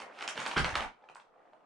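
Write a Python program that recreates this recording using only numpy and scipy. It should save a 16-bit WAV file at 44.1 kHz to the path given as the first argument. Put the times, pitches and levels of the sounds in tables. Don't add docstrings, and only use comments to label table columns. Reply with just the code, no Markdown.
import sys
import numpy as np
from scipy import signal
from scipy.fft import rfft, irfft
from scipy.io import wavfile
from scipy.ndimage import uniform_filter1d

SR = 44100
rng = np.random.default_rng(int(sys.argv[2]) if len(sys.argv) > 2 else 0)


def int16_out(signal):
    q = np.round(np.clip(np.atleast_2d(signal).T, -1, 1) * 32767)
    wavfile.write(sys.argv[1], SR, q.astype(np.int16))


def makeup_ratio(level_db):
    decades = np.asarray(level_db, float) / 20
    return 10 ** decades


N = 72765

# start in seconds, peak level in dB, pitch in Hz, crack level in dB, crack pitch in Hz.
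CLICKS = [(0, -33, 960, -6.5, 4440), (.018, -35, 1430, -28, 2800), (.187, -40, 1390, -6, 4400),
          (.208, -27.5, 2200, -25, 5170), (.219, -43, 1500, 1.5, 4850), (.2235, -29.5, 1040, -2.5, 2580),
          (.238, -37, 1500, -17, 2930), (.253, -45, 2040, -11, 2830), (.2765, -23, 3300, -4.5, 5580),
          (.2855, -27, 1900, -11, 5800), (.3755, -29, 930, -2.5, 3000), (.393, -31.5, 1050, -6, 2900),
          (.401, -31.5, 1500, -8.5, 7100), (.416, -31, 1290, -9.5, 2790), (.452, -33.5, 1050, -7, 3160),
          (.4615, -21, 980, -7.5, 4000), (.473, -34, 1160, -8, 2800), (.512, -29.5, 1480, -5, 3040),
          (.522, -42, 1030, -2.5, 4800), (.6435, -19, 1360, -10, 4200), (.691, -32, 1800, -4.5, 4200),
          (.741, -31, 1900, -23, 4200), (.7532, -16, 1646, -10.5, 4350), (.805, -32, 850, -1, 2700)]
SHOVE_CLATTER = [(.560, -23.5, 1086, -16.5, 2200), (.564, -17.5, 1500, -20.5, 2500),
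                 (.568, -21, 1127, -6, 3000), (.572, -16.5, 1550, -11.5, 2300),
                 (.576, -17, 1620, -11, 4770), (.580, -20.5, 1500, -10, 3000),
                 (.584, -21.5, 1700, -10, 3200), (.588, -24.5, 1576, -18.5, 2700),
                 (.592, -24, 1350, -17.5, 3030), (.599, -30.5, 1270, -6, 2400),
                 (.607, -39, 955, -15.5, 2200)]
RESTING_TAPS = [
    (1.087, -41.5, 1400, -13.5, 3100),
    (1.096, -44, 727, -9, 1980),
    (1.147, -53.5, 4500, 2.5, 4900),
    (1.148, -59.5, 7000, 2.5, 7600),
    (1.155, -39, 1060, -30.5, 2920),
    (1.165, -45, 1150, -13, 2187),
    (1.532, -47.5, 640, -16.5, 2700),
    (1.540, -53, 654, -24, 2300),
]
PAW_NUDGES = [(.819, -20, 860, -20.5, 2420), (.836, -28.5, 840, -37, 2500), (1.02, -43.5, 827, -29, 3500),
              (1.036, -36, 860, -28.5, 2380), (1.05, -48, 834, -26, 3500), (1.195, -41, 910, -14, 3100),
              (1.335, -53, 1103, -28, 2300), (1.356, -44, 706, -37, 2487), (1.373, -47, 767, -37, 2430),
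              (1.433, -64.5, 650, -24, 2755), (1.451, -45.5, 710, -28, 2790), (1.47, -60, 690, -20, 2460)]
JOINT_CHATTER = [(.2115, -32.5, 1700, -23, 2300), (.228, -36, 1100, -25, 2196),
                 (.243, -32, 1000, -17, 2390), (.299, -33.5, 2200, -18.5, 2500),
                 (.310, -33, 1150, -20.5, 2600), (.355, -37.5, 950, -5, 3200),
                 (.3975, -29, 1500, -19.5, 2220), (.406, -35.5, 1500, -10, 2625),
                 (.425, -34, 1600, -8, 4400), (.455, -27.5, 1600, -17, 2300), (.466, -29, 1200, 0, 2800),
                 (.482, -36, 900, -26.5, 2435), (.491, -38.5, 1100, -9, 2200), (.515, -34, 1100, -1, 2800),
                 (.525, -33.5, 1700, -24, 2300), (.533, -45, 800, -12, 2215), (.650, -27, 1900, -6.5, 2600),
                 (.6555, -25, 1100, -17, 2200), (.666, -32, 1100, -12, 2300),
                 (.675, -31.5, 1400, -10.5, 2390), (.701, -31.5, 1200, -26, 2600),
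                 (.758, -25, 1600, -5.5, 2555), (.7655, -21, 1050, -21.5, 2196),
                 (.773, -30, 1100, -19, 2300), (.785, -30.5, 1000, -16.5, 2410),
                 (.812, -31.5, 1000, -18.5, 2300), (.845, -29, 1000, -22, 2300)]
# pitch in Hz, level in dB, time to fade by 60 dB in seconds.
TRACK_WALLS = [(620, 4.5, 0.028), (860, 12, 0.015), (1099, -2, 0.036), (1189, 0, 0.034), (1454, 7.5, 0.019),
               (1534, 8.5, 0.019), (1900, -2, 0.059), (2300, 7, 0.03), (2700, 14, 0.0079),
               (3200, 1.5, 0.065), (4000, -30.5, 0.029), (4200, -19.5, 0.024), (5200, -33, 0.0044)]
# time in seconds, level in dB, brightness in dB.
MOTION = [(0, -47, -4), (0.077, -48.5, -32.5), (.15, -53.5, -11), (.21, -47, -8.5), (.265, -46.5, -21),
          (.34, -52, -28.5), (.37, -43, -4), (0.431, -51, -2.5), (.555, -48.5, -6.5), (.61, -53, -2),
          (.68, -40, -16.5), (0.746, -44.5, -11), (0.83, -39, -11), (.88, -82, -18.5), (1.002, -63.5, -26),
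          (1.3, -69, -35), (1.392, -61, -30), (1.65, -65, -27.5)]
# pitch in Hz, level in dB.
RATTLE_COLOUR = [(450, -12), (700, -2.5), (1300, -4), (2200, -3.5), (3500, -13.5)]
# pitch in Hz, level in dB per Hz.
RUSTLE_COLOUR = [(1500, -6.5), (2500, 0), (4000, -4.5), (7500, -16.5), (10000, -20), (15000, -26)]
# start in seconds, level in dB, pitch in Hz, time to fade by 60
# dB in seconds (.3 at most).
THUDS = [(.025, -62, 62, .1), (.21, -60, 65, .08), (.27, -60, 70, .08), (.355, -48, 144, 0.047),
         (.385, -29, 150, 0.03), (.385, -50, 69.5, 0.05), (0.475, -54, 30.8, 0.2), (.566, -24, 165, 0.074),
         (.562, -30.5, 256, 0.12), (0.561, -29, 346.2, .1), (.566, -28.5, 444, .08),
         (0.563, -28, 61.2, 0.1), (.59, -25, 140, 0.075), (0.601, -29.5, 66.5, 0.26),
         (0.598, -32, 28.85, 0.98), (.725, -26, 79, 0.045), (.765, -37.5, 63.6, 0.19), (.79, -43, 28, 0.4),
         (.85, -41, 30.4, 0.19), (1.10, -66, 140, .1)]
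# pitch in Hz, time to fade by 60 dB in seconds, level in dB.
ROOM_FADE = [(175, 0.34, 0.5), (500, 0.21, -1.5), (1500, 0.24, -1.5), (4000, 0.26, -6), (9300, 0.17, 7)]
# pitch in Hz, likeness from -1 to 1.
LIKENESS = [(100, 1), (330, 1), (700, 0.35), (3000, 0.32), (6000, 0.33), (11000, -0.6)]
# pitch in Hz, level in dB per Hz.
AIR_COLOUR = [(18, -11), (30, -14), (60, -23.5), (110, -18.5), (328, -7.5), (511, -13.5), (774, -4.5),
              (928, -12), (1270, -6), (1830, -25.5), (15000, -44)]

SNAP_DB, WALLS_DB, CRACK_DB = 2, -13, 0
WALL_REACH_OCTAVES = 0.99
WALL_LUCK_DB, WALL_DETUNE, WALL_DAMPING = 3.0, 0.088, 0.66
CRACK_WIDTH_HZ, CRACK_FADE_S, SPARK_FADE_S = 1500, .002, .003
BLOW_DELAY_S = .001
SHARP_S, CLATTER_S, TAP_S, PADDED_S, LOOSE_S = .00012, .0014, .0005, .003, .0007
GRAINS_PER_S, GRAIN_SPREAD_DB, GRAIN_CYCLES = 1500, 3, 20
RATTLE_DB, RUSTLE_DB, RUMBLE_DB = -3, 0.5, -23.5
THUD_RISE_S, THUD_LEFT_DB = .006, -4
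FIRST_WALL_S, ROOM_BUILD_S, CONTACT_SHIFT_S = .006, .003, .011
ROOM_DB, ROOM_LEFT_DB, TRACK_LEFT_DB, AIR_DB = 2.5, -0.6, -1.9, -69.5
TRACK_LOW_HZ, MIC_TOP_HZ, ABOVE_TOP_DB = 215, 11390, -18


def rms_one(x):
    return x / np.sqrt(np.mean(x ** 2) + 1e-20)


def at_hz(points, hz, column=1):
    table = np.array(points)
    return np.interp(np.log(hz + 1e-3), np.log(table[:, 0]), table[:, column])


def coloured(noise, spectrum):
    length = noise.shape[-1]
    hz = np.fft.rfftfreq(length, 1 / SR)
    return rms_one(irfft(rfft(noise) * makeup_ratio(at_hz(spectrum, hz)), length))


def band(x, low_hz, high_hz):
    return signal.sosfilt(signal.butter(2, [low_hz, high_hz], "band", fs=SR, output="sos"), x)


def ring(x, hz, t60):
    radius = makeup_ratio(-60 / (t60 * SR))
    turn = 2 * np.pi * hz / SR
    return signal.lfilter([0, np.sin(turn)], [1, -2 * radius * np.cos(turn), radius * radius], x + 1e-18)


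def ears(left_db):
    return makeup_ratio([[left_db / 2], [-left_db / 2]])


def wall_ringing(blow_hz, luck, t):
    walls = np.zeros(len(t))
    for j, ((hz, level_db, t60), (level_luck, pitch_luck)) in enumerate(zip(TRACK_WALLS, luck)):
        distance = np.log2(hz / blow_hz) / WALL_REACH_OCTAVES
        db = WALLS_DB + level_db + WALL_LUCK_DB * level_luck - 5.22 * distance ** 2
        tone = np.sin(2 * np.pi * hz * (1 + WALL_DETUNE * pitch_luck) * t)
        walls += (-1) ** j * makeup_ratio(db) * tone * makeup_ratio(-60 * t / (WALL_DAMPING * t60))
    return walls


def strikes(rows, contact_s, spark_db, cycles):
    length = 4096
    out = np.zeros(N + length)
    t = np.arange(length) / SR
    chance = rng.standard_normal((len(rows), len(TRACK_WALLS), 2))
    noise = rng.standard_normal((len(rows), 2, length))
    rise = 1 - np.exp(-(t / contact_s) ** 2)
    for (start, db, hz, crack_db, crack_hz), luck, (hiss, fizz) in zip(rows, chance, noise):
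        snap = np.sin(2 * np.pi * hz * t) * np.exp(-t * hz / cycles) / np.sqrt(cycles)
        focus = rms_one(ring(fizz, crack_hz, 2.16 / CRACK_WIDTH_HZ))
        focus = focus * np.exp(-t / (CRACK_FADE_S + 2 * contact_s))
        spark = makeup_ratio(spark_db) * coloured(hiss, RUSTLE_COLOUR) * np.exp(-t / SPARK_FADE_S)
        crack = makeup_ratio(CRACK_DB + crack_db) * (spark + focus)
        blow = makeup_ratio(SNAP_DB) * snap + wall_ringing(hz, luck, t) + crack
        i = int((start + BLOW_DELAY_S) * SR)
        out[i:i + length] += makeup_ratio(db) * blow * rise
    return out[:N]


def track_motion():
    times, levels_db, brights_db = np.transpose(MOTION)
    t = np.arange(N) / SR
    level_db = np.interp(t, times, levels_db)
    bright_db = np.interp(t, times, brights_db)
    sizes = makeup_ratio(GRAIN_SPREAD_DB * np.minimum(rng.exponential(1, N), 4)) * rng.choice([-1, 1], N)
    grains = sizes * (rng.random(N) < GRAINS_PER_S / SR)

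    patch = rng.integers(0, 30, N)
    rattle = np.zeros(N)
    for k, hz in enumerate(np.geomspace(450, 3500, num=30)):
        tilt_db = 0.37 * (bright_db + 11.5) * np.log2(hz / 800)
        gain = makeup_ratio(at_hz(RATTLE_COLOUR, hz) + tilt_db) * np.sqrt(hz)
        rattle += gain * ring(grains * (patch == k), hz, GRAIN_CYCLES / hz)

    rustle = coloured(rng.standard_normal(N) + .5 * grains, RUSTLE_COLOUR)
    rumble = rms_one(band(rng.standard_normal(N), 240, 560))
    mix = makeup_ratio(RATTLE_DB) * rms_one(rattle) + makeup_ratio(RUMBLE_DB) * rumble
    return makeup_ratio(level_db) * (mix + makeup_ratio(RUSTLE_DB + bright_db) * rustle)


def floor_thuds():
    out = np.zeros((2, N))
    t = np.arange(N) / SR
    for start, db, hz, t60 in THUDS:
        since = np.maximum(t - start, 0)
        right_lead = np.clip(2.0 - 1.1 * np.log(hz / 28), 0, 3)
        tone = np.sin(2 * np.pi * hz * since + np.array([[0], [right_lead]]))
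        rise = 1 - np.exp(-(since / THUD_RISE_S) ** 2)
        out += makeup_ratio(db - 60 * since / min(t60, .3)) * rise * tone
    return out * ears(THUD_LEFT_DB)


def bedroom(x):
    t = np.arange(SR // 2) / SR
    edges = 120 * 2. ** np.arange(0, 7.3, .5)
    noise = rng.standard_normal((2, 2, 4, SR // 2))
    tail = 0
    for k, (low, high) in enumerate(zip(edges, edges[1:])):
        hz = np.sqrt(low * high)
        shared, opposed = band(noise[k % 2], low, high)
        alike = np.clip(at_hz(LIKENESS, hz), -.9, 1)
        t60 = at_hz(ROOM_FADE, hz)
        pair = np.sqrt(1 + alike) * shared + np.sqrt(1 - alike) * opposed * [[[1]], [[-1]]]
        fade = makeup_ratio(at_hz(ROOM_FADE, hz, column=2) - 60 * t / t60)
        tail = tail + pair * fade / np.sqrt(t60 * SR / 14)
    tail = tail * (1 - np.exp(-np.maximum(t - FIRST_WALL_S, 0) / ROOM_BUILD_S))

    place = (np.arange(N) / SR / CONTACT_SHIFT_S - np.arange(4)[:, None]) % 4
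    share = np.sin(np.pi / 2 * np.minimum(place, 2)) ** 2
    echoes = signal.fftconvolve((x * share)[None], tail, axes=2)[:, :, :N]
    return makeup_ratio(ROOM_DB) * echoes.sum(axis=1)


def still_air():
    return makeup_ratio(AIR_DB) * coloured(rng.standard_normal((2, N)), AIR_COLOUR)


def scene():
    track = strikes(CLICKS, SHARP_S, spark_db=-10.5, cycles=1.2)
    track += strikes(SHOVE_CLATTER, CLATTER_S, spark_db=-4.5, cycles=5.0)
    track += strikes(RESTING_TAPS, TAP_S, spark_db=-6.0, cycles=3.0)
    track += strikes(PAW_NUDGES, PADDED_S, spark_db=-12, cycles=3.2)
    track += strikes(JOINT_CHATTER, LOOSE_S, spark_db=-3, cycles=1.6)
    track += track_motion()
    track = signal.sosfilt(signal.butter(4, TRACK_LOW_HZ, "high", fs=SR, output="sos"), track)
    floor = floor_thuds()
    floor_to_room = 0.62 * uniform_filter1d(floor.mean(axis=0), size=5)
    room = ears(ROOM_LEFT_DB) * bedroom(track + floor_to_room)
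    return ears(TRACK_LEFT_DB) * track + room + floor + still_air()


def low_pass(x):
    return signal.sosfilt(signal.butter(12, 15550, fs=SR, output="sos"), x)


def record(dry):
    dull = signal.sosfilt(signal.cheby2(8, 50, MIC_TOP_HZ, fs=SR, output="sos"), dry)
    mix = dull + makeup_ratio(ABOVE_TOP_DB) * (dry - dull)
    return low_pass(mix)


dry = scene()
out = record(dry)
int16_out(out)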